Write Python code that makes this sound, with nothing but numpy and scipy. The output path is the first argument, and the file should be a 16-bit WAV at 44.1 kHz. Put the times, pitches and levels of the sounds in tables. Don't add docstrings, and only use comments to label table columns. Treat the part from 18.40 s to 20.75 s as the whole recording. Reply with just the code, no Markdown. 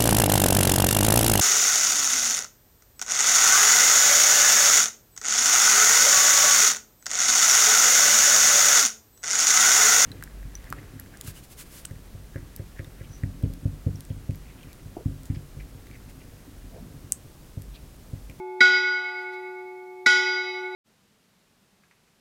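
import sys
import numpy as np
from scipy import signal
from scipy.fft import rfft, irfft, next_fast_len
from scipy.io import wavfile
from scipy.ndimage import map_coordinates

SR = 44100
rng = np.random.default_rng(int(sys.argv[2]) if len(sys.argv) > 2 else 0)


def unload_wav(signal):
    wavfile.write(
        sys.argv[1],
        SR,
        np.round(np.clip(np.atleast_2d(signal).T, -1, 1) * 32767).astype(np.int16),
    )


N = 103635

# start_s, tick_db, bass_db, middle_db, treble_db
BLOWS = [(.204, -46.5, 0, 1, 0), (1.659, -35.5, 0.65, 0.33, 5)]
BLOW_EQ_HZ = [370, 2190, 6000]
LEAD_PITCHES = [369.6, 727.7, 861.8, 1459.8, 2187.3, 3898, 4836]
# level_db, t60_s, twin_offset_hz, twin_level_db, twin_t60_s, first_dip_s
LEAD_PAIRS = [
    [(-36.4, 25, 1.2, -36.5, 3.5, .48), (-50.3, 25, 1.67, -44, 1.8, .26),
     (-36.8, 7.4, 1.04, -53.5, 7.2, .32), (-12, 1.52, 3.3, -27.5, 1.85, .18),
     (-22.5, 2.1, 9.65, -30, 3.5, .1), (-30, 1.33, 1.35, -44, 1.75, .5), (-26, 1.25, 5, -33, .85, .05)],
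    [(-33.2, 25, 2.3, -38.5, 1.55, .41), (-50.5, 15, 11.1, -52.6, 9.6, .007),
     (-34.4, 5.7, 1.6, -51, 7.9, .39), (-12, 1, 3.33, -33, 4, .154), (-24.5, 2.5, 10.4, -29.5, 2.9, .09),
     (-33.5, 2.6, 2.8, -43, 4, .24), (-25, 1.31, 1.97, -35.5, 1.75, .084)],
]
# pitch_hz, level_db
LINGERING_HUM = [(369.6, -33), (727.7, -52), (861.8, -38), (1171.6, -63), (1459.8, -58), (2187.3, -50),
                 (2197, -59), (2547, -68), (3450, -72)]
# pitch_hz, level_db, t60_s, twin_offset_hz, twin_gain (negative starts in a dip)
LESSER_PAIRS = [ (1171.6, -45, 4.2, 8.6, -.25), (1955.5, -26.5, 1.45, 28.8, .55),
                (2547, -38, 2.2, 4.4, .25), (3006.5, -36, 1.25, 23.9, -.45), (3185.6, -39, 1.3, 24, .3),
                (3227, -36, 1.2, -18.6, .4), (3450, -38.5, 1.6, 1, .1), (3625, -45, 1.1, 7, .5),
                (3930.5, -38, 1.4, 2, .2), (4048, -52, 1.2, 1.2, .3), (4877, -38, 1.15, 44, .3),
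                (5304, -40, .9, 3, -.35), (5378, -48, 1.1, 6.6, -.2), (5603, -46, .85, 3.4, -.3),
                (5821, -39, 1, -18.3, .25), (6467, -53, 1.15, 2.2, .2), (6773, -47, .85, 4, -.15),
                (7180, -53, 1, 4.2, -.3)]
# pitch_hz, level_db
TOP_TONES = [(7569, -78), (7795, -78), (8145, -61), (8479, -71), (8619, -77.5), (8748, -68.5),
             (9313, -73.5), (9555, -73), (10282, -67), (11251, -79.5)]
# pitch_hz, level_db
SHIMMER_LEVELS = [(2400, -41.5), (3050, -48.5), (3700, -49), (4200, -55.5), (4400, -48), (5600, -46),
                  (6150, -55.5), (7000, -48.5), (8500, -72.5), (11000, -66), (15000, -85.5)]
# pitch_hz, t60_s
SHIMMER_DECAY = [(2400, 0.69), (5000, 0.78), (8000, 0.5), (11000, 0.57), (15000, 0.11)]
# pitch_hz, level_db, t60_s
CLANK_TONES = [(237.4, -26, 0.075), (1514, -27.5, 0.13), (1974, -5.5, 0.06), (2204, -7.5, 0.07),
               (3895, -15, .09)]
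# frequency_hz, relative_db
BURST_SPECTRUM = [(40, -36), (140, -38.5), (230, -8), (350, 1.5), (550, -10.5), (950, -8), (1500, 4),
                  (2200, -28.5), (3500, -5.5), (6000, -11), (9000, -29), (15000, -36)]
# frequency_hz, relative_db
TICK_SPECTRUM = [(300, -48), (3000, -17.5), (7000, 13), (15000, -14.5)]
# frequency_hz, t60_s
COURTYARD_DECAY = [(200, 0.55), (600, 2.25), (1500, 1.65), (4000, 0.97), (8000, 0.17), (15000, 0.05)]
# centre_s, level_db, half_length_s
SCUFF_EVENTS = [(0.817, -64, 0.028), (0.939, -61.5, 0.013), (1.431, -77, 0.007)]
# frequency_hz, relative_db
SCUFF_SPECTRUM = [(300, -9), (1700, -12.5), (4500, 5.5), (8000, -9.5), (15000, -13)]
# frequency_hz, relative_db
AIR_SPECTRUM = [(20, -15.5), (55, -7), (110, -7.5), (260, -3.5), (550, -10.5), (1000, -17.5), (2000, -14),
                (4000, -15), (8000, -20.5), (15000, -21.5)]

ATTACK_S, HANDOVER_S, HUM_T60_S = 0.0062, 0.018, 9
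LEAD_GAIN_DB, TOP_TONES_GAIN_DB = 0.93, 9.5
WAVER_DB, WAVER_RATE_HZ, FULL_WAVER_HZ = 2.34, 23, 3840
DRIFT_RAD_PER_HZ, DRIFT_RATE_HZ = .05, 6
SHIMMER_LOW_HZ, SHIMMER_HIGH_HZ, SHIMMER_MEAN_BEAT_HZ, SHIMMER_TWIN_GAIN = 2400, 15000, 8.1, 0.72
CLANK_RISE_S, BURST_DB, BURST_T60_S = 0.004, -11, 0.04
TICK_DELAY_S, TICK_HALF_S = 0.0093, 0.00054
REVERB_SEND_DB, REVERB_RISE_S, AIR_DB = -17, 0.016, -64.5
NOTCH_HZ, NOTCH_WIDTH_HZ, NOTCH_DB, TOP_HZ = 2860, 78, -11.5, 15500


def bell():
    ring = sum(amp(db) * tone(hz) for hz, db in LINGERING_HUM) * fade(since(0), HUM_T60_S)
    upper, impacts = np.zeros(N), np.zeros(N)
    modes = shimmer_modes()
    for (start_s, tick_db, *eq_db), pairs in zip(BLOWS, LEAD_PAIRS):
        t = since(start_s)
        eq = list(zip(BLOW_EQ_HZ, eq_db))
        ring = ring * (1 - rise(t, HANDOVER_S)) + lead_partials(t, pairs)
        upper += lesser_partials(t, eq) + shimmer(t, eq, modes)
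        impacts += clank(t, eq) + amp(tick_db) * overload_tick(start_s)
    reverb = courtyard(impacts) + courtyard(upper)
    return ring + upper + impacts + amp(REVERB_SEND_DB) * reverb


def lead_partials(t, pairs):
    ring = np.zeros(N)
    for hz, (db, t60, offset_hz, twin_db, twin_t60, dip_s) in zip(LEAD_PITCHES, pairs):
        drift = DRIFT_RAD_PER_HZ * offset_hz * wobble(DRIFT_RATE_HZ)
        beat_phase = 2 * np.pi * offset_hz * (t - dip_s) + drift
        main = amp(db + waver_db(hz)) * fade(t, t60) * tone(hz)
        twin = amp(twin_db) * fade(t, twin_t60) * tone(hz, beat_phase)
        ring += main - twin
    return amp(LEAD_GAIN_DB) * ring * rise(t, ATTACK_S)


def lesser_partials(t, eq):
    ring = np.zeros(N)
    phases = rng.uniform(0, 2 * np.pi, len(LESSER_PAIRS))
    for (hz, db, t60, offset_hz, twin_gain), phase in zip(LESSER_PAIRS, phases):
        pair = tone(hz, phase) + twin_gain * tone(hz, phase + 2 * np.pi * offset_hz * t)
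        ring += amp(db + curve_at(eq, hz) + waver_db(hz)) * fade(t, t60) * pair
    return ring * rise(t, ATTACK_S)


def waver_db(hz):
    return WAVER_DB * min(hz / FULL_WAVER_HZ, 1) * wobble(WAVER_RATE_HZ)


def shimmer(t, eq, modes):
    wash = np.zeros(N)
    for (hz, db), (phase, detune, twin_phase) in zip(modes, rng.random((len(modes), 3))):
        twin_hz = hz + 2 * SHIMMER_MEAN_BEAT_HZ * detune
        main = np.sin(2 * np.pi * (hz * t + phase))
        twin = SHIMMER_TWIN_GAIN * np.sin(2 * np.pi * (twin_hz * t + twin_phase))
        wash += amp(db + curve_at(eq, hz)) * fade(t, curve_at(SHIMMER_DECAY, hz)) * (main + twin)
    return wash * rise(t, ATTACK_S)


def shimmer_modes(count=70):
    places = (np.arange(count) + rng.random(count)) / count
    pitches = SHIMMER_LOW_HZ * (SHIMMER_HIGH_HZ / SHIMMER_LOW_HZ) ** places
    levels = curve_at(SHIMMER_LEVELS, pitches) + rng.uniform(-8.5, 5, count)
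    return [(hz, db + TOP_TONES_GAIN_DB) for hz, db in TOP_TONES] + list(zip(pitches, levels))


def clank(t, eq):
    tones = sum(amp(db) * fade(t, t60) * np.sin(2 * np.pi * hz * t) for hz, db, t60 in CLANK_TONES)
    burst = filtered(noise(BURST_SPECTRUM), lambda hz: amp(curve_at(eq, hz)))
    burst *= amp(BURST_DB) * fade(t, BURST_T60_S) * rise(t, ATTACK_S)
    return tones * rise(t, CLANK_RISE_S) + burst


def overload_tick(start_s):
    return noise(TICK_SPECTRUM) * swell(start_s + TICK_DELAY_S, TICK_HALF_S)


def courtyard(send):
    hz, t, bands = signal.stft(rng.standard_normal(SR * 3 // 2), SR, nperseg=256)
    bands = bands * fade(t, curve_at(COURTYARD_DECAY, hz)[:, None])
    tail = signal.istft(bands, SR, nperseg=256)[1]
    tail *= rise(np.arange(len(tail)) / SR, REVERB_RISE_S)
    return signal.fftconvolve(send, tail / np.linalg.norm(tail))[:N]


def scuffs():
    envelope = sum(amp(db) * swell(centre_s, half_s) for centre_s, db, half_s in SCUFF_EVENTS)
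    return envelope * noise(SCUFF_SPECTRUM)


def air():
    return amp(AIR_DB) * noise(AIR_SPECTRUM)


def amp(db):
    return 10 ** (np.asarray(db) / 20)


def curve_at(points, hz):
    frequencies, values = np.transpose(points)
    return np.interp(np.log(hz + 1), np.log(frequencies + 1), values)


def since(start_s):
    return np.maximum(np.arange(N) / SR - start_s, 0)


def fade(t, t60):
    return np.exp(-np.log(1000) * t / t60)


def rise(t, seconds):
    return 1 - np.exp(-(t / seconds) ** 2)


def swell(centre_s, half_s):
    return np.exp(-.5 * ((np.arange(N) / SR - centre_s) / half_s) ** 2)


def wobble(rate_hz):
    knots = rng.standard_normal(256)
    coarse = np.arange(0, N + 64, 64)
    curve = map_coordinates(knots, [coarse * rate_hz / SR], mode="mirror")
    return np.interp(np.arange(N), coarse, curve)


def tone(hz, phase=0):
    return np.sin(2 * np.pi * hz * np.arange(N) / SR + phase)


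def filtered(x, gain_at):
    size = next_fast_len(N + SR // 2)
    hz = np.fft.rfftfreq(size, 1 / SR)
    return irfft(rfft(x, size) * gain_at(hz), size)[:N]


def noise(spectrum):
    coloured = filtered(rng.standard_normal(N), lambda hz: amp(curve_at(spectrum, hz)))
    return coloured / np.sqrt(np.mean(coloured ** 2) + 1e-20)


def scene():
    return (bell() + air() + scuffs())[None]


def record(dry):
    notch = lambda hz: amp(NOTCH_DB * np.exp(-.5 * ((hz - NOTCH_HZ) / NOTCH_WIDTH_HZ) ** 2))
    return filtered(dry[0], lambda hz: notch(hz) * (hz < TOP_HZ))[None]


dry = scene()
out = record(dry)
unload_wav(out)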